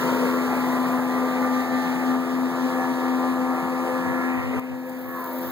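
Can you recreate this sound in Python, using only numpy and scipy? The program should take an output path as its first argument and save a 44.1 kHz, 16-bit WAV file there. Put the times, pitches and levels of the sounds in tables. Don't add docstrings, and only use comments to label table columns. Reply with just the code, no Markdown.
import sys
import numpy as np
from scipy import signal
from scipy.fft import rfft, irfft, next_fast_len
from scipy.io import wavfile
from scipy.ndimage import uniform_filter1d, map_coordinates

SR = 44100
rng = np.random.default_rng(int(sys.argv[2]) if len(sys.argv) > 2 else 0)


def generate_wav(sig):
    pcm = np.round(np.clip(np.atleast_2d(sig).T, -1, 1) * 32767).astype(np.int16)
    wavfile.write(sys.argv[1], SR, pcm)


N = 242991
T = np.arange(N) / SR


def amp(db):
    return 10 ** (np.asarray(db) / 20)


def unit(x):
    return x / np.sqrt(np.mean(x ** 2) + 1e-20)


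def along(points, hz):
    f, v = np.transpose(points)
    return np.interp(np.log(hz + 1), np.log(f + 1), v)


def curves(rows, t=T):
    s, *cols = np.transpose(rows)
    return [np.interp(t, s, c) for c in cols]


def humps(rows):
    return sum(height * np.exp(-.5 * ((T - s) / length) ** 2) for s, height, length in rows)


def wobble(rate):
    coarse = T[::32]
    knots = rng.standard_normal(int(T[-1] * rate) + 4)
    return np.interp(T, coarse, map_coordinates(knots, [coarse * rate]))


def filtered(x, response):
    m = next_fast_len(N + SR // 4)
    hz = np.fft.rfftfreq(m, 1 / SR)
    return irfft(rfft(x, m) * response(hz), m)[..., :N]


def noise(spectrum, gate=1):
    white = rng.standard_normal((2, N))
    return unit(filtered(gate * white, lambda hz: amp(along(spectrum, hz))))


def patchy(x, depth_db):
    z = signal.stft(x, nperseg=512)[2]
    field = rng.standard_normal(z.shape[1:])
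    field = uniform_filter1d(field, size=4, axis=0)
    field = uniform_filter1d(field, size=10, axis=1)
    return signal.istft(z * amp(depth_db * unit(field)), nperseg=512)[1][..., :N]


SHADE_S, SHADE_FALL_S, SHADE_HOLD_S, SHADE_RETURN_S = 4.594, 0.006, 0.17, 0.4


def shade():
    corners_s = SHADE_S + np.cumsum([0, SHADE_FALL_S, SHADE_HOLD_S, SHADE_RETURN_S])
    return np.interp(T, corners_s, [0, 1, 1, 0])


# (frequency [Hz], relative level [dB])
INSECT_SPECTRUM = [(6000, -45), (10500, -14), (12000, -4.5), (13500, 0), (15000, 5), (16000, -17)]
# (time [s], level [dB])
BANK_LEVEL = [(0, -47), (2.3, -56.5), (4.2, -57), (4.72, -58), (5.1, -45), (5.51, -38)]


def insects():
    level_db = curves(BANK_LEVEL)[0] + 2.1 * wobble(130)
    return amp(level_db) * noise(INSECT_SPECTRUM)


# (frequency [Hz], relative level [dB])
WIND_SPECTRUM = [(25, -25), (60, -25), (105, -7), (170, -14), (260, -26), (600, -19), (2000, -70)]
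# (time [s], level [dB], length [s])
WIND_BUMPS = [(4.09, -32, 0.021), (4.385, -32.5, .018), (4.456, -33, 0.024), (4.514, -38, 0.02),
              (4.58, -34, .015), (4.73, -38.5, 0.022), (5.06, -43, .02), (5.5, -43, 0.051)]


def wind_bumps():
    push = humps((s, amp(db), length) for s, db, length in WIND_BUMPS)
    rumble = amp(-57.0)
    mid, side = (push + rumble) * noise(WIND_SPECTRUM)
    return np.array([0.14 * mid + side, 0.29 * mid - side])


# (time [s], level [dB], length [s])
HANDLING_TICKS = [(4.597, -30.5, .0011), (4.896, -38, .004), (5.243, -32, .002)]


def ticks():
    envelope = sum(amp(db) * np.exp(-np.abs(T - s) / length) for s, db, length in HANDLING_TICKS)
    return envelope * noise([(1000, -18), (8000, -8.0), (14000, 1.0)])


# (frequency [Hz], relative level [dB])
WAKE_SPECTRUM = [(300, -26), (1500, 4), (3500, 9.5), (5500, 3.5), (7500, 0), (11000, -4), (15500, -1)]
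# (time [s], lift [dB], length [s])
SPRAY_SURGES = [(1.55, 5, 0.056), (1.83, 5, 0.13), (2.07, 3, 0.032), (3.93, 2.5, .08), (2.9, 5.5, 0.42),
                (5.45, 7, 0.1)]
HISS_DB, HISS_FALL_DB, RECEDE_S = -39.0, 16.5, 0.84
SHADE_HISS_DB, SPRAY_PATCHY_DB = 5, 1.3


def wake():
    distance = 1 + T / RECEDE_S
    hiss_db = HISS_DB - HISS_FALL_DB * np.log10(distance)
    hiss_db = hiss_db + humps(SPRAY_SURGES) - SHADE_HISS_DB * shade() + 1.15 * wobble(13)
    grains = amp(0.83 * wobble(600))
    return amp(hiss_db) * patchy(noise(WAKE_SPECTRUM, grains), depth_db=SPRAY_PATCHY_DB)


# (time [s], centre [Hz], lift [dB])
WANDERING_BAND = [(0, 794, -7), (.35, 770, -5), (.55, 895, 2), (.8, 970, 1.5), (1.15, 880, 2),
                  (2.1, 730, 3), (2.35, 1680, -1.5), (3.8, 1660, -3), (4.35, 2180, 5.5), (4.55, 1940, 1.5),
                  (4.66, 1150, -3), (4.95, 1250, -6), (5.12, 845, -5), (5.35, 790, -2), (5.51, 800, -3)]
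# (time [s], length [s], centre [Hz], fall [octaves/s], lift [dB], width [octaves])
FALLING_BANDS = [(0.11, .11, 470, .6, 4.8, 0.4), (0.308, 0.1, 470, 0.88, 5, 0.18),
                 (.45, 0.36, 2320, .8, 3, .09), (1.66, 0.26, 2080, .1, 2.5, 0.2),
                 (4.54, 0.038, 455, .5, 5, 0.27), (4.56, 0.16, 2600, .2, 9, 0.24),
                 (5.2, 0.081, 1040, 0.81, 12, 0.047), (4.92, 0.14, 423, .1, -4, 0.17),
                 (5.18, 0.058, 1630, 1.6, 6, 0.083), (5.37, 0.085, 570, 1.2, 8.5, 0.085),
                 (5.418, 0.054, 400, .5, 4, 0.31)]


def swell(x, octaves=.17):
    hz, t, z = signal.stft(x, SR, nperseg=1536)

    def bell(centre, width):
        distance = np.log2((hz[:, None] + 1) / centre)
        return np.exp(-.5 * (distance / width) ** 2)

    centre, lift_db = curves(WANDERING_BAND, t)
    gain_db = lift_db * bell(centre, octaves)
    for s, length, start_hz, fall, db, width in FALLING_BANDS:
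        envelope = np.exp(-.5 * ((t - s) / length) ** 2)
        falling_hz = start_hz * 2 ** (-fall * (t - s))
        gain_db = gain_db + db * envelope * bell(falling_hz, width)
    return signal.istft(z * amp(gain_db), SR, nperseg=1536)[1][..., :N]


EXHAUST_BEATS = [(.2, .33), (.6, .45), (.98, .33)]


def beat(cycle, width, floor):
    pulses = (size * np.exp((np.cos(2 * np.pi * (cycle - at)) - 1) / width) for at, size in EXHAUST_BEATS)
    return floor + sum(pulses)


# (multiple of the cycle rate, relative level close by [dB], relative level far astern [dB])
ENGINE_LINES = [(4, -10.5, -6), (5, -11, -12), (7, -17, -19), (8, -11.5, -12), (9, -8.5, -5.5),
                (10, -9.5, -11), (11, -18, -8), (12, -8, -8.5), (13, -16, -10), (14, -6.5, -5.5),
                (15, -14, -11.5), (16, -19, -13.5), (17, -19, -24.5), (18, -25, -22), (19, -19, -20.5),
                (20, -16, -7), (21, -8, -12), (22, -16, -16), (23, -17, -32), (24, -16.5, -29),
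                (26, -23, -25)]
# (multiple of the cycle rate, time [s], lift [dB], length [s])
LINE_FADES = [(4, 4.6, -15, 0.075), (5, 0.11, -2.5, 0.14), (9, 0.22, -11, 0.33), (11, 0.14, 16, 0.15),
              (12, 0.79, 5.5, 0.13), (12, 2, -14, 0.34), (12, 4.24, 3, 0.1), (13, 0.31, 10, .13),
              (14, 0.077, -6, 0.13), (14, 0.81, 3, 0.05), (14, 1.53, 4.5, 0.22), (14, 2.73, -4, 0.28),
              (14, 5, -9, 0.28), (16, .2, 12.5, 0.35), (20, 0.87, -0.5, 0.78), (20, 2.48, 3, 0.098),
              (20, 3.2, -5, 0.067), (20, 4.17, 1, 0.17), (20, 4.48, -19, 0.072), (20, 5.2, -4, 0.16),
              (21, 0.47, -10.5, 0.84), (21, 1.66, 3.5, 0.2), (24, 4.42, 13, .17), (26, 5.4, 13, .16),
              (17, 0.97, 1, 0.36), (13, 5.13, 5, .06), (11, 5.32, 5, 0.08), (10, 4.8, -9, 0.33),
              (22, 4.38, 5.5, 0.12), (9, 4.8, -6, .2), (16, 4.25, 4, .15), (21, 4.8, -7, 0.34),
              (4, 5.4, 5, .08)]
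NEAR_UNTIL_S, FAR_FROM_S = 1.74, 2.66
SHADE_TILT_DB_PER_OCTAVE = 1
SMEAR_RAD, DRIFT_RAD, JITTER_CYCLES = .52, .35, .006
BUZZ_FLUTTER_DB, LINE_FLUTTER_DB = .9, 1.5


def buzz(cycle, level_db):
    astern = np.interp(T, [NEAR_UNTIL_S, FAR_FROM_S], [0, 1])
    tilt_db = SHADE_TILT_DB_PER_OCTAVE * shade()
    shaft = cycle + JITTER_CYCLES * wobble(22)
    lines = np.zeros(N)
    for multiple, near_db, far_db in ENGINE_LINES:
        k = round(multiple)
        knocks = sum(size * np.exp(-2j * np.pi * k * at) for at, size in EXHAUST_BEATS)
        phase = np.angle(knocks) + SMEAR_RAD * rng.standard_normal() + DRIFT_RAD * wobble(1.19)
        line_db = near_db + astern * (far_db - near_db)
        line_db = line_db + 1.24 * wobble(4.014) + LINE_FLUTTER_DB * wobble(16)
        line_db = line_db - tilt_db * np.log2(k)
        line_db = line_db + humps(row[1:] for row in LINE_FADES if round(row[0]) == k)
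        lines += amp(line_db) * np.cos(2 * np.pi * k * shaft + phase)
    return amp(level_db - 1.74 + BUZZ_FLUTTER_DB * wobble(14)) * unit(lines)


# (time [s], level [dB])
DRONE_LEVEL = [(0, -27.5), (.09, -22), (1, -20.5), (1.25, -21.5), (1.56, -20), (1.8, -20.8), (2.45, -20),
               (2.8, -22.5), (3.15, -20.5), (3.48, -22.5), (3.95, -25), (4.35, -22), (4.57, -24),
               (4.7, -24), (4.97, -29.5), (5.28, -34.5), (5.38, -26.5), (5.51, -34.5)]
# (time [s], level [dB])
OCTAVE_LEVEL = [(0, -39.5), (.28, -35.5), (.72, -40.5), (1.0, -32.5), (1.12, -33.5), (1.27, -30.5),
                (1.6, -34), (1.8, -37.5), (2.6, -39), (2.75, -31), (3.2, -37.5), (3.4, -32), (3.65, -35.5),
                (3.95, -28.5), (4.07, -34), (4.2, -30.5), (4.35, -36.5), (4.62, -40), (4.8, -32.5),
                (5.15, -41), (5.42, -38), (5.51, -44)]
# (time [s], depth [dB], length [s])
CHOP_DIPS = [(1.338, 3, 0.026), (1.66, 6, 0.029), (1.835, 3, .02), (2.0, 4.5, 0.036), (2.095, -2, 0.02),
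             (2.25, 4, 0.05), (2.55, 4.5, 0.035), (2.66, -3.5, .02), (2.7, 4, 0.02), (2.86, 4, 0.026),
             (3.03, 3.5, 0.026), (3.61, 4, 0.031), (3.885, 4, .025), (4.435, 9, 0.021), (4.63, 4, 0.017)]
SHADE_DRONE_DB = 4


def exhaust(cycle):
    shaded_db = SHADE_DRONE_DB * shade()
    drone_db = curves(DRONE_LEVEL)[0] - humps(CHOP_DIPS) - shaded_db + 1.18 * wobble(36)
    drone = amp(drone_db) * np.cos(2 * np.pi * 3 * cycle)
    octave_db = curves(OCTAVE_LEVEL)[0] - shaded_db + 2.2 * wobble(21.98)
    waver = .35 * wobble(20)
    octave = amp(octave_db) * np.cos(2 * np.pi * 6 * cycle + waver)
    return drone + octave


# (time [s], cycle rate [Hz])
ENGINE_SPEED = [(0.0, 84.6), (0.75, 84.62), (2.36, 85.32), (3.14, 85.44), (3.93, 85.48), (4.5, 85.2),
                (5.11, 85.5), (5.5, 85.22)]
# (time [s], level difference [dB])
LINE_CLARITY = [(0, 1), (1, 2.5), (2.2, 3.5), (3.2, 5), (4.2, 1.5), (4.55, 4), (4.75, 0.5), (5.25, 3.5),
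                (5.51, -2)]
# (frequency [Hz], relative level [dB])
ROAR_SPECTRUM = [(30, -22), (60, -19), (90, -12.5), (170, 2), (300, -1), (450, 2.5), (650, 1.5), (900, 2.5),
                 (1200, 0), (1500, -5), (1950, -2.5), (2400, -9), (3200, -20.5), (4500, -24)]
# (frequency [Hz], lead [rad])
PORT_LEAD = [(250, 0.88), (700, 0.76), (1200, 0.97), (1700, 1.05), (2400, 1.66), (3400, 4.34)]
# (time [s], level [dB])
TURN_LEVEL = [(0, -2.5), (1.3, -3), (2.5, -2), (3.7, -2), (4.3, 0), (4.8, -3.5), (5.1, -1.5), (5.4, -5)]
SHADE_ROAR_DB = 4.8
ROAR_FLUTTER_DB, ROAR_PATCHY_DB = .6, 1.4


def outboard(engine_db):
    cycle = np.cumsum(curves(ENGINE_SPEED)[0]) / SR
    clarity_db = curves(LINE_CLARITY)[0]
    puffs = noise(ROAR_SPECTRUM, beat(cycle, width=0.0092, floor=1.0))
    roar_db = engine_db - clarity_db / 2 - SHADE_ROAR_DB * shade() + ROAR_FLUTTER_DB * wobble(16)
    roar, scattered = amp(roar_db) * patchy(puffs, depth_db=ROAR_PATCHY_DB)
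    tones = exhaust(cycle) + buzz(cycle, engine_db + clarity_db / 2)
    across = filtered(tones + 1.07 * roar, lambda hz: np.exp(1j * along(PORT_LEAD, hz)))
    across = amp(curves(TURN_LEVEL)[0]) * (across + .5 * scattered)
    return swell(np.array([tones + roar, across]))


# (frequency [Hz], level against their sum [dB])
PORT_DIFFERENCE = [(100, -20), (250, -14.5), (500, -12), (1000, -5.5), (1800, 7.5), (3500, 2), (15000, 2.5)]
PORT_DELAY_S = 16 / 44100


def ports(pair):
    def response(hz):
        turn = np.pi * hz * PORT_DELAY_S
        shares = np.array([np.sin(turn), np.cos(turn) * amp(along(PORT_DIFFERENCE, hz))])
        return shares / np.hypot(*shares)

    mid, side = filtered(pair, response)
    return np.array([mid + side, mid - side])


# (time [s], level [dB])
ENGINE_LEVEL = [(0, -28), (.11, -26.5), (.2, -29), (.26, -27), (.4, -28.5), (.8, -28.5), (1.25, -29.5),
                (1.35, -30.5), (1.46, -29), (1.68, -31.5), (2.08, -30), (2.2, -32), (2.8, -30.5),
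                (4.15, -30.5), (4.5, -34.5), (4.58, -31.5), (5.2, -37), (5.51, -37)]
SURGE_SHARE = 0.11
SHADE_ENGINE_DB = 3.5


def scene():
    engine_db = curves(ENGINE_LEVEL)[0] + SURGE_SHARE * humps(SPRAY_SURGES) - SHADE_ENGINE_DB * shade()
    return ports(insects() + ticks() + wake() + outboard(engine_db)) + wind_bumps()


def record(dry):
    return filtered(dry, lambda hz: hz < 15850)


dry = scene()
out = record(dry)
generate_wav(out)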